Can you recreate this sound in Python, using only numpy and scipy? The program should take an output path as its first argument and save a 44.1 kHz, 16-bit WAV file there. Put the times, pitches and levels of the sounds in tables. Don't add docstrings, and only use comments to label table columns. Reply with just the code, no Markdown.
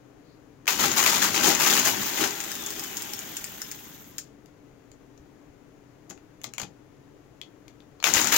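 import sys
import numpy as np
from scipy import signal
from scipy.fft import rfft, irfft, next_fast_len
from scipy.io import wavfile

SR = 44100
rng = np.random.default_rng(int(sys.argv[2]) if len(sys.argv) > 2 else 0)


def inscribe(sig):
    pcm = np.round(np.clip(np.atleast_2d(sig).T, -1, 1) * 32767)
    wavfile.write(sys.argv[1], SR, pcm.astype(np.int16))


N = 369116
TIME = np.arange(N) / SR

# t/s, duration/s
CYCLES = [(0.678, 1.35), (8.04, 0.4)]
# t/s, duration/s, relative level/dB of clatter, of springs, of frame
STROKES = [(0.673, 0.021, -24, -24, -45), (0.785, 0.065, -21.5, -27.5, -32.5),
           (0.959, 0.043, -19.5, -23, -40), (1.023, 0.018, -20.5, -23, -42.5),
           (1.052, 0.045, -21, -37.5, -43), (1.113, 0.048, -21.5, -37, -39), (1.212, 0.04, -20, -26, -38),
           (1.331, 0.14, -23, -43, -35), (1.426, 0.077, -20, -27.5, -29.5),
           (1.589, 0.2, -20.5, -25.5, -38.5), (1.839, 0.043, -21, -21, -32),
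           (2.004, 0.15, -31.5, -32.5, -50.5), (2.165, 0.084, -26, -48, -33.5),
           (8.05, 0.019, -23.5, -36, -38), (8.138, 0.046, -20.5, -31, -40),
           (8.314, 0.055, -19.5, -20.5, -39.5)]
# f/Hz, relative level/dB
STEEL_SPECTRUM = [(60, -23.5), (250, -11.5), (500, -1), (800, -3), (1300, -1.5), (2500, -0.5), (4000, -0.5),
                  (7000, -2), (10000, 2.5), (15500, -2.5)]
# f/Hz, bandwidth/Hz, relative level/dB
CHASSIS_MODES = [(50.1, 22, -20), (99.9, 22, -10.5), (131.2, 34, -5), (170, 26, -5.5), (202, 53, 4)]
COVER_MODES = [(245, 14, -4), (293, 28, -5), (321.7, 24, -0.5), (384, 45, -1), (550, 34, -12),
               (647, 120, -9.5), (807, 45, -4.5)]

TOP_TURNS_PER_S, FRICTION_TURNS_PER_S2, REST_S = 4.4, 2.1135, 4.3566


def amp(db):
    return 10 ** (np.asarray(db) / 20)


def unit(x):
    return x / np.sqrt(np.mean(x ** 2) + 1e-20)


def read(points, hz):
    f, value = np.transpose(points)
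    return np.interp(np.log(hz + 1), np.log(f + 1), value)


def add(mix, s, sound):
    part = mix[:, round(s * SR):][:, :sound.shape[1]]
    part += sound[:, :part.shape[1]]


def noise(size=N):
    return rng.standard_normal((2, size))


def burst(start, length, db, rise_s, t60):
    t = TIME - start
    return np.clip(t / rise_s, 0, 1) * amp(db - 60 * np.clip((t - length) / t60, 0, 2))


def colour(x, spectrum, size=4096):
    log_gain = np.log(amp(read(spectrum, abs(np.fft.fftfreq(size, 1 / SR)))))
    taps = np.fft.ifft(np.exp(np.conj(signal.hilbert(log_gain)))).real[:size // 2]
    return signal.oaconvolve(x, taps[None] / np.linalg.norm(taps), axes=1)[:, :N]


def resonate(x, hz, width):
    return unit(signal.lfilter(*signal.iirpeak(min(hz, SR / 2 - 100), hz / width, fs=SR), x))


def ringing(x, hz, width, db):
    hit = unit(x) + amp(db) * resonate(x, hz, width)
    return hit / np.linalg.norm(hit, axis=1, keepdims=True)


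def impact(hz, t60, width, ring_db, size=3000):
    return ringing(noise(size) * amp(-60 * np.arange(size) / SR / t60), hz, width, ring_db)


def rattle(per_s, spread_db, t60=0.017, ring_db=-4, groups=12):
    out, fade = np.zeros((2, N)), amp(-120 / (t60 * SR))
    for hz in np.geomspace(900, 14000, groups):
        at = rng.integers(0, N, round(per_s * N / SR / groups))
        force = amp(spread_db * np.minimum(rng.exponential(1, len(at)), 3))
        energy = signal.lfilter([1], [1, -fade], np.bincount(at, force ** 2, N) + 1e-9)
        out += ringing(noise() * np.sqrt(energy), hz, hz / 4, ring_db)
    return unit(out)


def drumming(modes):
    return unit(sum(amp(db) * resonate(resonate(noise(), hz, width), hz, hz / 2)
                    for hz, width, db in modes))


def room_tone(level_db=-55):
    spectrum = [(20, -14.5), (48, -6), (75, -11.5), (130, 2.5), (190, -4), (250, -1.5), (295, 7), (340, -5),
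                (410, -2.5), (520, -9.5), (1000, -18.5), (2000, -23), (4000, -31.5), (15000, -41)]
    return amp(level_db) * colour(noise(), spectrum)


def room(x, wet_db, first_s=.004, wander_hz=13, places=3):
    decay_times = [(150, 0.24), (1000, 0.12), (6000, 0.17), (15000, 0.073)]
    out = x
    for place in range(places):
        taps = noise(SR // 2) * (rng.random((2, SR // 2)) < .1) * (TIME[:SR // 2] > first_s)
        hz, t, bands = signal.stft(taps, SR, nperseg=256)
        tail = signal.istft(bands * amp(-60 * t / read(decay_times, hz)[:, None]), SR, nperseg=256)[1]
        tail /= np.linalg.norm(tail, axis=1, keepdims=True)
        share = np.sqrt(2 / places) * np.cos(np.pi * (wander_hz * TIME + place / places))
        out = out + amp(wet_db) * signal.oaconvolve(x * share, tail, axes=1)[:, :N]
    return out


def thumps(t60=0.097):
    thuds = [(4.734, -51.5, 150), (4.91, -47, 124), (5.199, -50, 75.6), (5.498, -53, 85.5),
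             (6.63, -41, 130), (8.165, -39, 85.5)]
    out, t = np.zeros((2, N)), np.arange(8000) / SR
    for s, db, hz in thuds:
        add(out, s, amp(db - 60 * t / t60) * np.sin(2 * np.pi * hz * t)[None])
    return out


def fingertip(start_s=0.22, length_s=0.11, level_db=-73, hz=4300):
    friction = resonate(resonate(noise(), hz, 900), hz, 900)
    return friction * burst(start_s, length_s, level_db, rise_s=0.059, t60=.2)


def shaft_speed(spin_up_s=0.2):
    first, second = (np.clip((TIME - start) / spin_up_s, 0, 1) for start, _ in CYCLES)
    coast = np.clip((REST_S - TIME) * FRICTION_TURNS_PER_S2 / TOP_TURNS_PER_S, 0, 1)
    return first * coast + second


def bearing_squeal(hz=15030):
    chirps = [(2.0, 0.015, -37.5), (2.05, 0.02, -37), (2.155, 0.015, -44)]  # t/s, duration/s, level/dB
    envelope = sum(burst(s, length, db, rise_s=.01, t60=.15) for s, length, db in chirps)
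    return resonate(resonate(noise(), hz, 160), hz, 350) * envelope


def bearing_hiss(speed, level_db=-39.5, stall_speed=.09, flutter=.3, gear_ratio=19.75):
    spectrum = [(2000, -26), (8000, -14.5), (11000, -1), (13000, 4), (15500, 0.5)]
    shaft_turns = np.cumsum(speed) * TOP_TURNS_PER_S / SR
    turns_to_rest = np.interp(REST_S, TIME, shaft_turns) - shaft_turns
    pulses = 1 - flutter * np.cos(2 * np.pi * gear_ratio * turns_to_rest)
    stall = speed ** 2 / (speed ** 2 + stall_speed ** 2)
    return amp(level_db) * speed ** .6 * stall * pulses * colour(noise(), spectrum)


def gear_whine(speed, teeth_per_turn=968, slow_gear_ratio=2.95, slow_gear_db=-18):
    casing = [(1000, -32.5), (2200, -14.5), (2750, -16), (3000, -9), (3250, -17), (3530, -8.5), (3800, -13),
              (4200, -21.5)]
    mesh_hz = speed * TOP_TURNS_PER_S * teeth_per_turn
    phase = 2 * np.pi * np.cumsum(mesh_hz) / SR
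    jitter = unit(signal.sosfilt(signal.butter(2, 30, fs=SR, output="sos"), noise()))
    backlash = unit(.6 + jitter)
    fast = amp(read(casing, mesh_hz)) * unit(backlash * np.cos(phase))
    slow = amp(slow_gear_db) * unit(backlash[::-1] * np.cos(phase / slow_gear_ratio))
    return fast + slow


def drive(speed, whir_db=-41.5, whine_db=-41, chassis_db=-55, covers_db=-47):
    spectrum = [(60, -13.5), (150, -9), (380, 2.5), (500, -7), (850, -2), (1100, -3), (1600, 2), (2400, 1),
                (3100, 3), (3500, 4.5), (4200, -1.5), (6500, 0), (9000, 4.5), (15500, -19.5)]
    whir = amp(whir_db) * colour(rattle(per_s=2500, spread_db=-2), spectrum)
    covers = amp(covers_db) * drumming(COVER_MODES)
    rumble = amp(chassis_db) * drumming(CHASSIS_MODES)
    whine = amp(whine_db) * gear_whine(speed)
    return speed ** 1.075 * (whir + whine + covers) + speed ** .25 * rumble


def pawl(gain_db=11, rebound_s=0.0058, last_turns=5):
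    lobe_places = [0.032, 0.436, 0.577, 0.8835]
    drops = [(-16, 6740, -7.5), (-19.5, 6700, -7.5), (-17, 5450, -14), (-17.5, 7800, -8)]
    spectrum = [(600, -34.5), (1500, -2), (3000, -5.5), (4400, -8), (5250, 2), (6000, -5), (7000, -2),
                (9000, 6), (12000, -6.5), (15500, 2.5)]
    out = np.zeros((2, N))
    for turn in range(last_turns):
        for place, (db, hz, rebound_db) in zip(lobe_places, drops):
            s = REST_S - np.sqrt(2 * (turn + place) / FRICTION_TURNS_PER_S2)
            for delay, drop_db in (0, 0), (rebound_s, rebound_db):
                tick = impact(hz, t60=0.014, width=800, ring_db=-12)
                add(out, s + delay, amp(db + gain_db + drop_db) * tick)
    return colour(out, spectrum)


def keys(gain_db=11, jingle_db=-36, jingle_t60=.11, snap_periods=15):
    # t/s, relative level/dB, ring f/Hz, ring gain/dB, tilt/(dB per octave), lowest f/Hz of the part
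    clicks = [(0.657, -38, 1740, -19, 0, 790), (0.669, -25, 2900, -11, 0, 880),
              (4.459, -45.5, 4670, -17, 2.5, 1510), (4.9162, -43.5, 7040, -6, 0.5, 1205),
              (5.177, -49.5, 6400, -11, -1, 1193), (6.095, -42, 6970, -8, 4, 700),
              (6.1, -30, 6600, -3, 4, 600), (6.1084, -33, 6830, -21, -0.5, 500),
              (6.176, -46, 2500, -12, -3, 700), (6.416, -39, 2300, -1, 5, 1400),
              (6.436, -29, 3530, -18, 10, 696), (6.4416, -20.5, 1200, -17, 2, 620),
              (6.537, -29, 2300, -16, 2, 1600), (6.5814, -20.5, 2240, -15, 0.5, 695),
              (6.5982, -22, 3160, -13.5, 0, 600), (6.616, -23, 6760, -20, 1.5, 700),
              (6.632, -28, 2800, -11, -0.5, 600), (7.4147, -27.5, 3300, 8, 1, 1450),
              (7.681, -39.5, 2090, -13, -0.5, 1400), (7.804, -46.5, 3310, 4, -1, 1383),
              (8.0018, -37, 4240, 1, -3, 1190), (8.027, -24, 2770, -6, -1, 880)]
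    spectrum = [(100, -33.5), (500, 1.5), (1200, -0.5), (2500, -1.5), (4000, -4), (7000, -5), (10000, -4.5),
                (15500, -11.5)]
    out, t = np.zeros((2, N)), np.arange(8000) / SR
    for s, db, hz, ring_db, tilt, low_hz in clicks:
        envelope = amp(-60 * t * low_hz / snap_periods) + amp(jingle_db - 60 * t / jingle_t60)
        tilted = [(f, level + tilt * np.log2(f / 3000)) for f, level in spectrum]
        snap = colour(noise(len(t)) * envelope, tilted)
        snap = signal.sosfilt(signal.butter(2, low_hz, "high", fs=SR, output="sos"), snap)
        add(out, s, amp(db + gain_db) * ringing(snap, hz, 400, ring_db))
    return out


def frame(chassis_db=-11, covers_db=0.5, idle_chassis_db=-45, idle_covers_db=-46, press_chassis_db=-1):
    firm_keys = [(6.076, 0.04, -50.5), (6.437, 0.045, -55), (6.581, 0.068, -50)]  # t/s, duration/s, level/dB
    rise_s, t60 = 0.05, 0.24
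    engaged = sum(burst(s, length, 0, rise_s, t60) for s, length in CYCLES)
    turning = sum(burst(s, length, 0, rise_s=0.1, t60=t60) for s, length in CYCLES)
    strokes = np.sqrt(sum(burst(s, length, db, rise_s, t60) ** 2 for s, length, _, _, db in STROKES))
    presses = sum(burst(s, length, db, rise_s, t60) for s, length, db in firm_keys)
    heave = np.hypot(amp(idle_chassis_db) * turning, amp(chassis_db) * strokes)
    heave += amp(press_chassis_db) * presses
    shiver = np.hypot(amp(idle_covers_db) * engaged, amp(covers_db) * strokes) + presses
    return heave * drumming(CHASSIS_MODES) + shiver * drumming(COVER_MODES)


def linkage(loose_parts, gain_db=-4, idle_levers_db=-32, idle_springs_db=-45, rise_s=0.013, t60=0.28):
    spring_spectrum = [(2000, -28.5), (6000, -7.5), (9000, -3.5), (13000, 3.5), (15500, 4)]
    engaged = sum(burst(s, length, 0, rise_s, t60) for s, length in CYCLES)
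    lever_power = (amp(idle_levers_db) * engaged) ** 2
    spring_power = (amp(idle_springs_db) * engaged) ** 2
    for s, length, lever_db, spring_db, _ in STROKES:
        lever_power += burst(s, length, lever_db, rise_s, t60) ** 2
        spring_power += burst(s, length, spring_db, rise_s, t60) ** 2
    levers = colour(loose_parts * np.sqrt(lever_power), STEEL_SPECTRUM)
    springs = colour(loose_parts[::-1] * np.sqrt(spring_power), spring_spectrum)
    return amp(gain_db) * (levers + springs)


def blows(loose_parts, crack_db=8, crack_t60=.014, rattle_db=-22, rattle_t60=0.22):
    strikes = [(0.678, -4.5, 2660), (0.806, -13.5, 7020), (0.916, -10.5, 6500), (1.029, -10, 1780),
               (1.063, -6.5, 2600), (1.225, -9.5, 1740), (1.476, -13, 6580), (1.55, -9.5, 7000),
               (1.606, -15, 1530), (1.664, -11, 6300), (1.7, -6.5, 3330), (1.737, -10, 7060),
               (1.797, -12.5, 6600), (1.858, -12.5, 1590), (2.211, -16, 2920), (2.239, -10, 1470),
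               (8.041, -3.5, 2860), (8.069, -13, 1680), (8.138, -5, 6870), (8.214, -10, 6900),
               (8.244, -12.5, 7000), (8.271, -11, 7150), (8.323, -16, 6860), (8.364, -8.5, 6880)]
    cracks, shake = np.zeros((2, N)), np.zeros((1, N))
    t = np.arange(SR // 3) / SR
    for s, db, hz in strikes:
        add(cracks, s, amp(db + crack_db) * impact(hz, crack_t60, width=580, ring_db=0))
        add(shake, s, amp(db + rattle_db - 60 * t / rattle_t60)[None])
    rattling = shake * np.roll(loose_parts, SR, axis=1)
    return colour(cracks + rattling, STEEL_SPECTRUM)


def scene():
    # t/s, left minus right level/dB
    lean = [(0, 1), (3.5, -1), (6, 2.5)]
    loose_parts, speed = rattle(per_s=1300, spread_db=1), shaft_speed()
    works = linkage(loose_parts) + frame() + blows(loose_parts)
    works += drive(speed) + bearing_squeal() + bearing_hiss(speed) + fingertip()
    machine = room(works, wet_db=-8) + room(keys(), wet_db=-7) + room(pawl(), wet_db=-6)
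    lean_db = np.interp(TIME, *np.transpose(lean))
    return machine * amp([lean_db / 2, -lean_db / 2]) + thumps() + room_tone()


def record(dry, self_noise_db=-75, clip_level=.9, cutoff_hz=15900):
    # f/Hz, gain/dB
    left_response = [(60, 7.5), (200, 1.5), (500, 6.5), (1300, 8), (4000, 6), (5600, 8), (6500, 13),
                     (7100, 12), (8000, -2), (10000, -10), (12000, -1.5), (15500, -6.5)]
    right_response = [(60, 4.5), (200, -3.5), (500, -4), (1300, -3.5), (4000, -2), (7000, -0.5),
                      (9500, -5.5), (12000, -2), (15000, 6)]
    coherence = [(60, 0.25), (150, 0.9), (330, 0.56), (700, 0.38), (1300, 0.29), (2400, .2), (4400, .02)]
    size = next_fast_len(N + SR, True)
    a, b = rfft(dry, size, axis=1)
    hz = np.fft.rfftfreq(size, 1 / SR)
    shared = read(coherence, hz)
    left = a * amp(read(left_response, hz))
    right = (shared * a + np.sqrt(1 - shared ** 2) * b) * amp(read(right_response, hz))
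    ports = irfft([left, right], size, axis=1)[:, :N] + amp(self_noise_db) * noise()
    low_pass = signal.firwin(511, cutoff_hz, window=("kaiser", 9), fs=SR)
    return signal.oaconvolve(np.clip(ports, -clip_level, clip_level), low_pass[None], "same")


dry = scene()
out = record(dry)
inscribe(out)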